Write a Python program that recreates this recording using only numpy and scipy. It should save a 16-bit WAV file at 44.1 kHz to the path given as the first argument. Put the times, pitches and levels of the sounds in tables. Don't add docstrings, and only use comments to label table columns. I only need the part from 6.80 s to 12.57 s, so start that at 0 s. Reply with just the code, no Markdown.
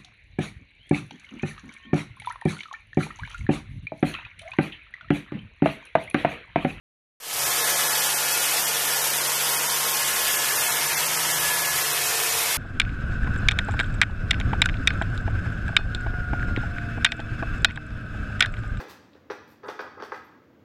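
import sys
import numpy as np
from scipy import signal
from scipy.fft import rfft, irfft, dct
from scipy.io import wavfile
from scipy.ndimage import uniform_filter1d

SR = 44100
rng = np.random.default_rng(int(sys.argv[2]) if len(sys.argv) > 2 else 0)


def elevation(decibels):
    levels = np.asarray(decibels, float)
    return 10 ** (levels / 20)


def persist_wave(psi):
    counts = np.round(np.clip(psi, -1, 1) * 32767).astype(np.int16)
    wavfile.write(sys.argv[1], SR, np.atleast_2d(counts).T)


N = 254456
ROLLS_S, WHEELS_S = 3.1, 3.65
TOP_HZ = 14000


def rms_one(x):
    return x / np.sqrt(np.mean(x ** 2) + 1e-20)


def in_time(rows):
    s, *columns = np.transpose(rows)
    return [np.interp(np.arange(N) / SR, s, c) for c in columns]


def at_hz(points, hz):
    point_hz, value = np.transpose(points)
    return np.interp(np.log(hz), np.log(point_hz), value)


def drift(rate):
    r = np.exp(-80 * np.pi * rate / SR)
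    slow = signal.lfilter([1], [1, -2 * r, r * r], rng.standard_normal(N // 40 + 2002))[2000:]
    return np.interp(np.arange(N) / 40, np.arange(len(slow)), rms_one(slow))


def band(x, low_hz, high_hz):
    return signal.sosfilt(signal.butter(2, [low_hz, high_hz], "band", fs=SR, output="sos"), x)


def coloured(colour):
    hz = np.arange(N // 2 + 1) * SR / N + 1
    return rms_one(irfft(rfft(rng.standard_normal(N)) * elevation(at_hz(colour, hz)), N))


def ramp(start_s, length_s):
    return np.clip((np.arange(N) / SR - start_s) / length_s, 0, 1)


def swell(rest_db, rows):
    t = np.arange(N // 64 + 2) * 64 / SR
    gain = elevation(rest_db)
    for s, length, db in rows:
        fall_db = 6 * (2 * (t - s) / length) ** 2
        gain = gain + elevation(db - np.minimum(fall_db, 90))
    return np.interp(np.arange(N) / SR, t, 20 * np.log10(gain))


def swells(rests_db, tables):
    return [swell(db, rows) for db, rows in zip(rests_db, tables)]


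def turns(hz, wobble_hz):
    return 2 * np.pi * np.cumsum(hz + wobble_hz * drift(5.1)) / SR


def lines(phase, orders, levels_db, flutter_db):
    out = 0
    for k, db in zip(orders, levels_db):
        gain = np.sqrt(2) * elevation(db + flutter_db * drift(9.3))
        out = out + gain * np.sin(k * phase + rng.uniform(0, 2 * np.pi))
    return out


def whistle(hz, level_db, width_hz):
    phase = 2 * np.pi * np.cumsum(hz) / SR
    return elevation(level_db) * (drift(width_hz) * np.cos(phase) + drift(width_hz) * np.sin(phase))


# f/Hz, level/dB per Hz
ROOM_TONE = [(12, -22), (20, -8), (30, -12), (75, -8), (105, -11), (130, -4), (170, -36), (300, -90)]


def room_tone():
    return elevation(-64.5) * coloured(ROOM_TONE)


# t/s, level/dB
AIR = [
    (.4, -28),
    (.87, -26),
    (1.15, -27),
    (2.4, -28),
    (3.3, -27.5),
    (4.5, -28),
    (5.77, -28.5),
]
# f/Hz, level/dB per Hz
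AIR_COLOUR = [(100, -45), (170, -16), (241, -14.5), (461, -4.5), (787, -2.5), (879, -2.5), (1560, -1.5),
              (1740, -2), (2710, -1.5), (3200, -1), (3990, -3.5), (4890, -2.5), (13000, -4), (14000, -5.5)]
# f/Hz, width/Hz, level/dB
SHELL = [(476, 21, 3), (883, 75, 2), (950, 35, -1.5), (2190, 85, 0.5), (2786, 150, -1), (4070, 330, -1),
         (274, 28, 1), (366, 27, 1), (3160, 140, 0.5), (5850, 670, 1), (9800, 650, 2.5), (13200, 830, 3.5)]


def air(gear_phase):
    level_db, = in_time(AIR)
    facing_db = ramp(ROLLS_S, 0.43) - .5
    rolling = ramp(4.0, 1.2)
    edges = 160 * 2 ** (np.arange(41) / 6)
    white, gust = rng.standard_normal((2, N)), drift(8.3)
    near, out = drift(12), 0
    throb = np.sin(gear_phase / 10) + 0.45 * np.sin(gear_phase / 5)
    for k, (low, high) in enumerate(zip(edges, edges[1:])):
        hz = np.sqrt(low * high)
        near = 0.69 * near + 0.77 * drift(18.0)
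        db = at_hz(AIR_COLOUR, hz) + facing_db * (1200 < hz < 3000)
        db = db - 2.3 * rolling * (hz < 330)
        db = db + .4 * gust + .7 * near + .9 * drift(25)
        db = db + at_hz([(2000, 0.057), (12000, 0.74)], hz) * throb
        out = out + elevation(db) * band(white[k % 2], low, high)
    hz = np.arange(N // 2 + 1) * SR / N
    shape = sum(db / (1 + (2 * (hz - centre) / width) ** 2) for centre, width, db in SHELL)
    out = irfft(rfft(out) * elevation(shape), N)
    return elevation(level_db) * out / np.std(band(out, 3000, 8000))


def dust_bin():
    cavity_db = in_time(AIR)[0] - 23 - 8 * ramp(WHEELS_S, 0.25)
    cavity = whistle(468 + 4 * drift(0.93), cavity_db, width_hz=10)
    outlet = whistle(np.full(N, 555.), swell(-66.5, [(1.1, .8, -46)]), width_hz=20)
    return cavity + outlet


GEAR_ORDERS = (1, 2, 3, 4, 5, 6, 8)
GEAR_REST_DB = [-69, -64, -55, -56, -62.5, -61.5, -68]
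# t/s (centre), length/s, level/dB (peak)
GEAR_SWELLS = [
    [(3.3, 1.0, -58), (5.0, 1.2, -53)],
    [(.75, 0.64, -47.5), (1.8, 1.9, -48), (3.95, 0.48, -46.5), (5.25, 1.1, -45)],
    [(.78, 0.4, -45), (2.5, 0.17, -47.5), (3.25, 1.0, -42), (4.95, 0.67, -46)],
    [(1.4, 0.54, -42.5), (2.5, 1.4, -45), (3.8, 0.51, -48.5), (5.35, 0.29, -52)],
    [(2.05, .5, -41), (3.8, 0.87, -45), (5.35, .4, -40.5)],
    [(.8, .2, -46), (3.5, 0.2, -44), (4.3, 0.76, -47), (5.2, 0.28, -50)],
    [(1.75, 0.43, -42), (3.3, 0.97, -54), (5.4, .5, -48)],
]


def brush_gears(gear_phase):
    return lines(gear_phase, GEAR_ORDERS, swells(GEAR_REST_DB, GEAR_SWELLS), flutter_db=1.3)


BRUSH_ORDERS = (2, 3, 4, 18)
BRUSH_REST_DB = [-70, -69.5, -63.5, -61]
# t/s (centre), length/s, level/dB (peak)
BRUSH_SWELLS = [
    [(1.0, 1.12, -52.5), (2.6, 1.6, -50), (4.05, 0.29, -52)],
    [(1.0, 0.26, -58), (1.85, 0.16, -57.5), (3.2, 1.45, -58.5), (4.5, 0.67, -62)],
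    [(4.5, 0.55, -61)],
    [(.8, 0.61, -42), (2.7, 0.97, -48.5), (4.35, 0.46, -44), (5.0, .3, -52)],
]


def brush_shaft(gear_phase):
    return lines(gear_phase / 5, BRUSH_ORDERS, swells(BRUSH_REST_DB, BRUSH_SWELLS), flutter_db=.4)


# t/s, f/Hz
FAN = [
    (.4, 856),
    (1.0, 857.5),
    (2.9, 857.5),
    (3.2, 854.3),
    (5.77, 854.0),
]
FAN_ORDERS = (1, 2, 3, 9 / 4)
FAN_REST_DB = [-70.5, -51.5, -57, -60]
# t/s (centre), length/s, level/dB (peak)
FAN_SWELLS = [
    [(.75, 0.23, -59), (1.6, 0.82, -48.5)],
    [(1.03, 0.67, -40), (1.55, .16, -43.5), (2.12, 0.26, -42), (3.55, 0.67, -39), (4.0, .3, -43.5),
     (4.72, .4, -34), (5.08, 0.41, -45), (5.75, 0.22, -45)],
    [(.9, 0.5, -48), (1.55, 0.35, -41), (2.8, .4, -54), (3.9, .3, -53), (5.3, 0.6, -40.5)],
    [(1.3, 1.09, -56), (3.4, 0.27, -44), (4.1, 0.37, -52), (5.0, .9, -50)],
]


def suction_fan():
    blade_hz, = in_time(FAN)
    levels_db = swells(FAN_REST_DB, FAN_SWELLS)
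    blades = lines(turns(blade_hz, wobble_hz=.8), FAN_ORDERS, levels_db, flutter_db=1.0)
    wake = whistle(2 * blade_hz, levels_db[1] - 7, width_hz=25)
    return blades + wake


# t/s, f/Hz (low whistle), f/Hz (high whistle)
WHISTLES = [
    (.4, 874, 2294),
    (1.9, 856, 2210),
    (2.2, 926, 2180),
    (3.2, 958, 2090),
    (3.6, 940, 2150),
    (3.95, 923, 2180),
    (4.2, 946, 2087),
    (4.75, 976, 2145),
    (5.77, 976, 2174),
]
WHISTLE_REST_DB = [-53.5, -55.5]
# t/s (centre), length/s, level/dB (peak)
WHISTLE_SWELLS = [
    [(1.25, 0.62, -44), (2.3, 0.33, -44), (2.9, 0.57, -42), (4.1, 0.54, -40.5), (4.7, 0.37, -42.5),
     (5.6, 0.51, -48)],
    [(.9, 0.95, -51), (3.3, 0.21, -39.5), (4.05, 0.38, -37), (4.75, .3, -41), (5.7, .2, -38)],
]


def gap_whistles():
    low_hz, high_hz = in_time(WHISTLES)
    low_db, high_db = swells(WHISTLE_REST_DB, WHISTLE_SWELLS)
    return whistle(low_hz, low_db, width_hz=35) + whistle(high_hz, high_db, width_hz=70)


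# t/s (centre), length/s, level/dB (peak)
BRISTLE_SWELLS = [
    (.86, .2, -47),
]


def bristles():
    sizes = elevation(4.5 * np.minimum(rng.exponential(1, N), 3)) * rng.choice([-1, 1], N)
    ticks = sizes * (rng.random(N) < 250 * elevation(3.0 * drift(8)) / SR)
    ring = signal.lfilter([1], [1, -np.exp(-1 / (0.0009 * SR))], np.abs(ticks))
    tail = ring * rng.standard_normal(N)
    level_db = swell(-37.5, BRISTLE_SWELLS)
    return elevation(level_db) * rms_one(band(ticks + 0.45 * tail, 1460, 8300))


# f/Hz, level/dB per Hz
RUMBLE_COLOUR = [(13, -50), (22, -28), (73, -4.5), (92, -1), (113, -18), (130, 5), (170, -20), (290, -120)]
# t/s (centre), length/s, level/dB (peak)
RUMBLE_BUMPS = [
    (.64, 0.17, -50),
    (3.75, 0.25, -58),
    (4.7, 0.32, -53),
    (4.98, .1, -55),
    (5.5, 0.61, -57),
]


def floor_rumble():
    standing = elevation(swell(-69, RUMBLE_BUMPS))
    rolling = elevation(-59) * ramp(ROLLS_S, .12)
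    return (standing + rolling) * elevation(.8 * drift(6.1)) * coloured(RUMBLE_COLOUR)


def drumming_boards():
    return ramp(ROLLS_S, .12) * whistle(np.full(N, 86.), -61.5, width_hz=14)


# t/s, f/Hz
WHEELS = [
    (3.7, 146),
    (4.08, 153),
    (4.4, 161.3),
    (4.8, 160),
    (5.08, 145.9),
    (5.5, 150),
    (5.77, 151.3),
]
WHEEL_REST_DB = [-56, -59]
# t/s (centre), length/s, level/dB (peak)
WHEEL_SWELLS = [
    [(4.53, 0.91, -50)],
    [(5.22, 0.18, -47), (5.5, .25, -42)],
]


def wheel_motor():
    phase = turns(in_time(WHEELS)[0], wobble_hz=1.0)
    hum = lines(phase, (1, 3), swells(WHEEL_REST_DB, WHEEL_SWELLS), flutter_db=1.5)
    return ramp(WHEELS_S, 0.25) * hum


def scene():
    gear_phase = turns(357.0, wobble_hz=.25)
    mono = room_tone() + air(gear_phase) + dust_bin()
    mono += brush_gears(gear_phase) + brush_shaft(gear_phase)
    mono += suction_fan() + gap_whistles() + bristles()
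    mono += floor_rumble() + drumming_boards() + wheel_motor()
    return np.array([mono, mono]) * ramp(0.38, 0.29)


# f/Hz, level/dB (step over the local level)
COARSENESS = [(150, -40), (450, -16), (1400, -8), (2000, 0), (2350, 4), (2750, 5.8), (3300, 5.8), (4000, 7),
              (4600, 5), (5200, 0.7), (8000, 1.8), (9500, 0), (11400, 2.5), (12900, 0), (13700, 6)]


def phone_rounding(x, size, spread_db, coarser_db):
    window = signal.windows.kaiser_bessel_derived(2 * size, 4 * np.pi)
    padded = np.pad(x, (size, 2 * size - N % size))
    frames = np.lib.stride_tricks.sliding_window_view(padded, 2 * size)[::size] * window
    a, b, c, d = np.split(frames, 4, axis=1)
    bins = dct(np.hstack([-c[:, ::-1] - d, a - b[:, ::-1]]), type=4, norm="ortho")
    hz = (np.arange(size) + .5) * SR / (2 * size)
    local = uniform_filter1d(bins ** 2, size=size // 8, axis=1)
    local = uniform_filter1d(local, size=5120 // size, axis=0)
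    width, hold = (8, 1) if size > 512 else (4, 4)
    luck = rng.standard_normal((len(bins) // hold + 2, size // width + 1))
    luck = rms_one(luck[1:, 1:] + .25 * luck[:-1, 1:] + .6 * luck[1:, :-1] + .4 * luck[1:, :1])
    luck = np.repeat(np.repeat(luck, width, axis=1), hold, axis=0)[:len(bins)]
    luck -= np.clip((.62 - np.arange(len(bins)) * size / SR) * 20, 0, 2)[:, None]
    luck[int(.7 * SR / size):int(1.95 * SR / size)] += 1.2 * (np.abs(hz - 2750) < 110)
    luck[int(4.9 * SR / size):] -= .35
    step = np.sqrt(local.clip(1e-16)) * elevation(at_hz(COARSENESS, hz) + coarser_db + spread_db * luck)
    bins = np.sign(bins) * np.floor(np.abs(bins) / step + .4054) * step * (hz < TOP_HZ)
    p, q = np.split(dct(bins, type=4, norm="ortho"), 2, axis=1)
    frames = np.hstack([q, -q[:, ::-1], -p[:, ::-1], -p]) * window
    early, late = np.split(frames, 2, axis=1)
    return (early[1:] + late[:-1]).ravel()[:N]


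# t/s, f/Hz (low), f/Hz (high), level/dB
SPLIT_FRAMES = [(1.134, 4650, 5850, -35), (1.53, 4230, 5300, -42), (1.53, 5650, 7050, -38),
                (1.53, 10300, 12500, -33), (2.41, 8200, 9700, -37), (2.48, 5650, 7050, -37),
                (2.48, 11650, 13200, -35), (2.875, 7550, 9700, -35), (2.945, 6250, 7750, -33),
                (4.08, 5650, 7710, -33), (5.08, 4650, 5870, -36), (5.525, 6250, 11200, -31)]


def split_flecks():
    t, side = np.arange(N) / SR, np.zeros(N)
    hz = np.arange(N // 2 + 1) * SR / N
    for s, low_hz, high_hz, db in SPLIT_FRAMES:
        noise = irfft(rfft(rng.standard_normal(N)) * (hz > low_hz) * (hz < high_hz), N)
        side += elevation(db) * rms_one(noise) * np.cos(np.pi * np.clip((t - s) / 0.035, -.5, .5))
    return side


def roll_off(x):
    return signal.sosfilt(signal.butter(12, 15230, fs=SR, output="sos"), x)


def record(dry):
    short = np.repeat(rng.random(N // 1024 + 1) < .035, 1024)[:N] * 1.
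    short = uniform_filter1d(short, size=128)
    long_frames = phone_rounding(dry[0], size=1024, spread_db=3.7, coarser_db=.5)
    short_frames = phone_rounding(dry[0], size=128, spread_db=3.5, coarser_db=-1)
    mono = long_frames + short * (short_frames - long_frames)
    low_pass = signal.cheby2(14, 40, TOP_HZ + 450, fs=SR, output="sos")
    mono = signal.sosfiltfilt(low_pass, mono - .0004)
    mono = mono * ramp(.4005, .001)
    return roll_off(mono + split_flecks() * [[1], [-1]])


dry = scene()
out = record(dry)
persist_wave(out)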